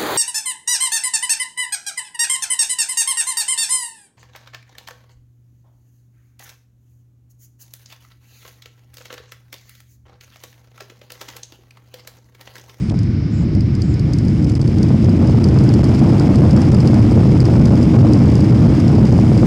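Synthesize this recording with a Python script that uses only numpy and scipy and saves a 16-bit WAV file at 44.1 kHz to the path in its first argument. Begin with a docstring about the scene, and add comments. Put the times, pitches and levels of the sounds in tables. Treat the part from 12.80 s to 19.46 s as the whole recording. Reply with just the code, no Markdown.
"""Inside an airliner on the runway: the wheels jolt and rumble, then reverse thrust swells to a roar.
A loose plastic cabin fitting ticks with the shaking, over a hiss of air and thin engine tones.
Runway bumps and jet buffeting shudder through the panels; the deep pressure swings overload
a small microphone, which rasps and briefly chokes."""
import sys
import numpy as np
from scipy import signal
from scipy.fft import rfft, irfft, next_fast_len
from scipy.io import wavfile
from scipy.ndimage import map_coordinates

SR = 44100
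rng = np.random.default_rng(int(sys.argv[2]) if len(sys.argv) > 2 else 0)


def inscribe(sig):
    """Save sig as 16-bit PCM at rate SR to the path in sys.argv[1].

    A 1-D sig is mono; a 2-D sig holds one channel per row.
    Samples are clipped to [-1, 1] before scaling.
    """
    pcm = np.round(np.clip(np.atleast_2d(sig).T, -1, 1) * 32767)
    wavfile.write(sys.argv[1], SR, pcm.astype(np.int16))


N = 293706


def amp(db):
    """Decibels to gain."""
    return 10 ** (np.asarray(db) / 20)


def unit(x):
    """Scale to rms 1."""
    return x / np.sqrt(np.mean(x ** 2) + 1e-20)


def clock():
    """The time of every sample, in seconds."""
    return np.arange(N) / SR


def wobble(rate):
    """A smooth random curve, rate knots a second."""
    knots = rng.standard_normal(int(N * rate / SR) + 4)
    return map_coordinates(knots, [clock() * rate])


def colour(x, points):
    """Causal EQ whose gain follows (freq_hz, gain_db) points on a log axis."""
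    m = 2 * next_fast_len(N // 2 + SR // 4)
    hz, db = np.transpose(points)
    gain_db = np.interp(np.log(np.fft.rfftfreq(m, 1 / SR) + 1), np.log(hz), db)
    cepstrum = irfft(np.log(amp(gain_db)), m)
    cepstrum[1:m // 2] *= 2  # fold to minimum phase: no ringing ahead of a hit
    cepstrum[m // 2 + 1:] = 0
    return irfft(rfft(x, m) * np.exp(rfft(cepstrum)), m)[:N]


def noise(points):
    """Noise of rms 1, coloured by (freq_hz, gain_db) points."""
    return unit(colour(rng.standard_normal(N), points))


def window(s, length):
    """A flat-topped envelope centred on s seconds."""
    out = np.zeros(N)
    near = np.arange(max(int((s - length) * SR), 0), min(int((s + length) * SR), N))
    out[near] = np.exp(-np.abs(2 * (near / SR - s) / length) ** 6)
    return out


def saturate(x, top, hardness):
    """Soft-clip at top; more hardness gives a tighter knee."""
    return x / (1 + np.abs(x / top) ** hardness) ** (1 / hardness)


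def thrust(full_s=3.23):
    """Reverse thrust ramps from 0 (idle) to 1 (full) and holds."""
    return np.clip(clock() / full_s, 0, 1)


def roar_level(full_db=-7.5, spool_up_db=30.5):
    """The roar's envelope in dB: it climbs fast at first and eases into full thrust."""
    return full_db - spool_up_db * (1 - thrust()) ** 2


def shakes(chance, from_s=1.4, crowding=.8):
    """Turn chances 0-1 into moments of cabin shaking, which crowd in towards the end."""
    return from_s + (N / SR - from_s) * chance ** crowding


def rumble(wheel_db=-9.5, lumpy_db=1, settle_s=1.0, settle_db=2.5, heave_db=-20.5):
    """Wheels and reversed jets boom through the fuselage; the cabin air heaves below hearing."""
    # tyres on the runway: freq_hz, gain_db
    runway_eq = [(15, -4), (40, -6.5), (62, -1.5), (82, -0.5), (125, -1), (160, -5.5), (220, -8.5),
                 (260, -13.5), (325, -13.5), (375, -24), (500, -35), (800, -45.5), (2000, -86),
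                 (6000, -110)]
    # reversed jets: freq_hz, gain_db
    roar_eq = [(25, -14), (55, -9.5), (80, -2.5), (100, -1.5), (125, 2), (160, -4.5), (235, -3),
               (260, -11.5), (290, -6.5), (325, -7), (360, -16), (520, -29.5), (1500, -47.5), (3300, -49),
               (8000, -91.5)]
    idle = 1 - thrust()
    unloaded = np.maximum(1 - clock() / settle_s, 0)  # falls as the weight settles on the wheels
    rolling_db = wheel_db - 2.5 * idle - settle_db * unloaded
    wheels = amp(rolling_db + lumpy_db * wobble(9)) * noise(runway_eq)
    jets = amp(roar_level()) * noise(roar_eq)
    heave = amp(heave_db - 7 * idle) * wobble(25)
    return wheels + jets + heave


def air(rush_db=-36.5, rush_swell_db=6, hiss_trim_db=2.5, whine_trim_db=-1, waver=0.0019):
    """Air rushes along the skin and from the vents, louder with thrust, with thin engine tones in it."""
    # broad rush of air: freq_hz, gain_db
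    rush_eq = [(200, 1.5), (600, 0.5), (1100, -0.5), (1750, -2.5), (2200, 1), (2700, -5.5), (3350, -9.5),
               (3900, -8.5), (4400, -8), (5150, -1.1), (5900, -13), (7500, -28), (12000, -54)]
    # bright hiss of air: freq_hz, gain_db
    hiss_eq = [(3000, -33), (5000, -9.5), (6500, -3), (9300, -9), (10500, -17.5), (11500, -22.5),
               (13500, -33.5), (15600, -35.5)]
    # the hiss's envelope, before trim: time_s, level_db
    hiss_envelope = [(0.0, -56), (0.39, -71.5), (1.25, -62.5), (1.5, -57), (2.3, -56.5), (3.34, -52),
                     (6.16, -52.5), (6.66, -49.5)]
    # engine tones, before trim: pitch_hz, level_db
    whines = [(1491, -58), (2164, -63), (2988, -67)]
    hiss_db = np.interp(clock(), *np.transpose(hiss_envelope))
    flutter_db = 0.3 * wobble(41)
    out = amp(rush_db - rush_swell_db * (1 - thrust() ** 2) + flutter_db) * noise(rush_eq)
    out += amp(hiss_db + hiss_trim_db + flutter_db) * noise(hiss_eq)
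    for hz, db in whines:
        phase = 2 * np.pi * np.cumsum(hz * (1 + waver * wobble(12))) / SR
        out += amp(db + whine_trim_db) * np.sqrt(2) * np.sin(phase)
    return out


def touchdown(at_s=.0995, length_s=.007, crack_db=-34):
    """A sharp crack as the gear takes the load."""
    crack_eq = [(800, -1), (2800, 4), (5500, 7.0), (9000, -9), (14000, -40)]  # freq_hz, gain_db
    return amp(crack_db) * window(at_s, length_s) * noise(crack_eq)


def overload(pressure, give=0.13, choke_db=-26.5, lurch=0.24, brief_s=0.0032, brief_count=2):
    """The diaphragm stiffens against big swings; a hard jolt throws it to its stop and chokes it."""
    # the hardest jolts on the microphone: centre_s, length_s
    hard_jolts = [(.1058, .004), (.127, .004), (.132, .004), (.137, .004), (1.6122, .0037), (1.6595, .0058),
                  (1.7327, 0.0046), (1.7482, 0.0073), (1.7875, .0095), (1.8115, 0.004), (1.8223, 0.0046),
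                  (1.8369, .006), (1.869, 0.005), (1.9545, .0062), (2.5954, .005), (3.0256, .007),
                  (3.4856, .0046), (3.615, .005), (3.9103, 0.0039), (4.5924, 0.0036), (4.6354, 0.0056),
                  (4.9014, 0.0052), (5.5787, 0.0034), (6.3123, .0045)]
    motion = (1 - give) * saturate(pressure, top=0.66, hardness=7) + give * pressure
    chokes = list(hard_jolts) + [(s, brief_s) for s in shakes(rng.random(brief_count))]
    stuck = np.minimum(sum(window(s, length) for s, length in chokes), 1)
    speed = np.diff(motion, prepend=0) * amp(choke_db * stuck)
    lurches = np.zeros(N)
    for s, length in chokes:
        arch = np.maximum(1 - (2 * (clock() - s) / length) ** 2, 0)
        lurches += rng.choice([-1, 1]) * arch
    # summing the speed gives the position, which creeps back to rest through a 10 Hz leak
    position = signal.lfilter([1], [1, -np.exp(-2 * np.pi * 10 / SR)], speed)
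    return position + lurch * lurches


def knocks(drive_db=24, small_db=-16, spread_db=9, count=30):
    """Each jolt is one blunt push with no ring; the lesser ones come at random and grow with the roar."""
    # the loudest knocks of gear and buffeting, before drive and EQ: start_s, level_db
    big_knocks = [(.1085, -29), (.1235, -25.5), (.134, -27), (.142, -27), (2.105, -20), (2.286, -18.5),
                  (2.414, -19), (2.496, -18), (2.547, -19), (2.763, -19.5), (2.993, -18), (3.619, -19),
                  (4.133, -15.5), (4.318, -16.5), (4.376, -17), (4.456, -17), (4.685, -17.5),
                  (4.908, -18.5), (4.936, -15.5), (5.148, -21.5), (5.249, -14.5), (6.183, -17),
                  (6.331, -15.5), (6.389, -12.5), (6.518, -15), (6.567, -18), (6.632, -13.5)]
    # a dull thud: freq_hz, gain_db
    thud_eq = [(150, -5.5), (450, 16), (800, 8), (1300, -5.5), (2200, -28), (4000, -35.5), (10000, -59)]
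    when, size = rng.random((count, 2)).T
    times = shakes(when)
    levels = np.interp(times, clock(), roar_level()) + small_db - spread_db * size
    pushes = np.zeros(N)
    for s, db in list(big_knocks) + list(zip(times, levels)):
        pushes[min(round(s * SR), N - 1)] = amp(db + drive_db) * rng.choice([-1, 1])
    return colour(pushes, thud_eq)


def bumps():
    """Each bump of the runway sends a dull shudder through the cabin panels."""
    # runway bumps: centre_s, length_s, level_db
    hits = [(0.123, .045, -36), (0.625, 0.031, -41), (0.745, .08, -42), (1.298, 0.073, -37.5),
            (1.807, 0.053, -33), (2.288, 0.033, -37), (2.441, 0.064, -31), (3.295, 0.15, -26),
            (3.472, 0.13, -25.5), (3.656, 0.088, -25.5), (3.772, 0.044, -26), (3.94, 0.039, -28),
            (4.185, 0.064, -27), (4.398, .05, -26.5), (4.698, 0.031, -28), (4.918, 0.079, -33.5),
            (5.239, 0.08, -25.5), (5.494, 0.042, -32.5), (5.84, 0.065, -27), (6.147, 0.12, -27),
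            (6.354, .09, -28)]
    # shuddering panels: freq_hz, gain_db
    shudder_eq = [(200, -14), (380, -1.5), (500, 0.5), (750, -5.5), (1100, -14), (1600, -24.5), (6000, -72)]
    envelope = sum(amp(db) * window(s, length) for s, length, db in hits)
    return envelope * noise(shudder_eq)


def rattle(drive_db=5.5, small_db=-35.5, spread_db=7, ring_db=-17, count=150):
    """The loose fitting chatters: each contact is a crack with a short plastic ring."""
    # the fitting's loudest ticks, before drive and EQ: start_s, level_db
    big_ticks = [(0.189, -27.5), (0.2318, -31.5), (0.7501, -29.5), (0.807, -29.5), (0.9506, -27.5),
                 (1.019, -22), (1.1397, -29.5), (1.1946, -26), (1.3336, -20), (1.3851, -23.5),
                 (1.4499, -30.5), (1.6444, -26.5), (1.6964, -23), (1.7523, -24), (1.8144, -23),
                 (1.8761, -26.5), (1.9836, -26.5), (2.029, -20.5), (2.0875, -30), (2.2436, -26),
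                 (2.293, -27), (2.473, -27.5), (2.641, -18), (2.6864, -26), (2.7873, -24), (2.838, -22),
                 (2.8901, -25), (2.9381, -17.5), (3.041, -18.5), (3.147, -25.5), (3.1924, -27),
                 (3.3965, -20), (3.5566, -23), (3.709, -24), (3.7635, -24), (3.817, -21), (3.9175, -24.5),
                 (3.9458, -21.5), (4.0031, -24), (4.0733, -18), (4.143, -22.5), (4.3108, -28.5),
                 (4.6027, -20.5), (4.6534, -22.5), (4.855, -19.5), (5.0278, -22), (5.3335, -19),
                 (5.5534, -22), (5.6053, -24.5), (6.0, -21), (6.0794, -24), (6.3228, -26.5), (6.5758, -23)]
    # resonances of the plastic: freq_hz, gain_db
    plastic_eq = [(1000, -24), (4050, -16), (4400, -1), (4620, -4.5), (4850, 4), (5150, -1), (5750, -8.5),
                  (6300, -8.5), (7050, -13.5), (7400, -10), (8200, -14.5), (10200, -20), (11600, -32.5),
                  (15500, -39.5)]
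    rise_s, crack_t60_s, ring_t60_s = 0.00059, .012, 0.061
    t = np.arange(SR // 25) / SR
    attack = 1 - np.exp(-t / rise_s)
    envelope = attack * (amp(-60 * t / crack_t60_s) + amp(ring_db - 60 * t / ring_t60_s))
    when, size = rng.random((count, 2)).T
    small_ticks = zip(shakes(when), small_db + spread_db * size ** 2)  # mostly faint
    contacts = np.zeros(N + SR)
    for s, db in list(big_ticks) + list(small_ticks):
        burst = envelope / envelope.max() * rng.choice([-1, 1], len(t))
        contacts[round(s * SR):][:len(t)] += amp(db + drive_db) * burst
    return colour(contacts[:N], plastic_eq)


def sizzle():
    """Two short, faint patches of high hiss."""
    # sizzling patches: centre_s, length_s, level_db
    patches = [(0.582, 0.13, -54.5), (1.078, 0.14, -54.5)]
    envelope = sum(amp(db) * window(s, length) for s, length, db in patches)
    return envelope * noise([(5500, -59), (6700, -1.5), (7900, -7), (9000, -29), (12000, -49.5)])


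def judder(full_s=2.74, full_db=-33, rough_db=5, rise_db_per_s=22, fall_db_per_s=.5):
    """The reversed jets buffet the panels in quick, uneven bursts that ease as the aircraft slows."""
    # buffeted cabin panels: freq_hz, gain_db
    panel_eq = [(250, -23), (480, -0.5), (800, -3.5), (1400, -11), (2200, -26), (6000, -58)]
    since = clock() - full_s
    swell_db = np.minimum(rise_db_per_s * since, -fall_db_per_s * since)
    roughness = amp(rough_db * np.clip(wobble(120), -2, 2))
    bursts = unit(roughness * noise(panel_eq))
    return amp(full_db + swell_db) * bursts


def fizz(below_roar_db=56):
    """A faint, very high fizz that comes up with the roar."""
    # top-end fizz: freq_hz, gain_db
    fizz_eq = [(8000, -38), (11000, -7.5), (12200, 3.5), (13400, -15), (14500, -10), (15600, -6.5)]
    return amp(roar_level() - below_roar_db) * noise(fizz_eq)


def scene():
    """The overloading roar as a bed, with the short sounds riding on top, in mono."""
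    pressure = rumble() + judder() + bumps() + air() + fizz()
    return (overload(pressure) + knocks() + rattle() + touchdown() + sizzle())[None]


def record(dry, low_cut_hz=85, top_hz=15850):
    """The microphone's electronics cut the deep bass, round the peaks and pass nothing above top_hz."""
    low_cut = signal.butter(2, low_cut_hz, "high", fs=SR, output="sos")
    thinned = signal.sosfilt(low_cut, dry)
    rounded = saturate(thinned, top=.9, hardness=7)
    m = next_fast_len(N + SR // 4)
    passband = np.fft.rfftfreq(m, 1 / SR) < top_hz
    return irfft(rfft(rounded, m) * passband, m)[..., :N]


dry = scene()
out = record(dry)
inscribe(out)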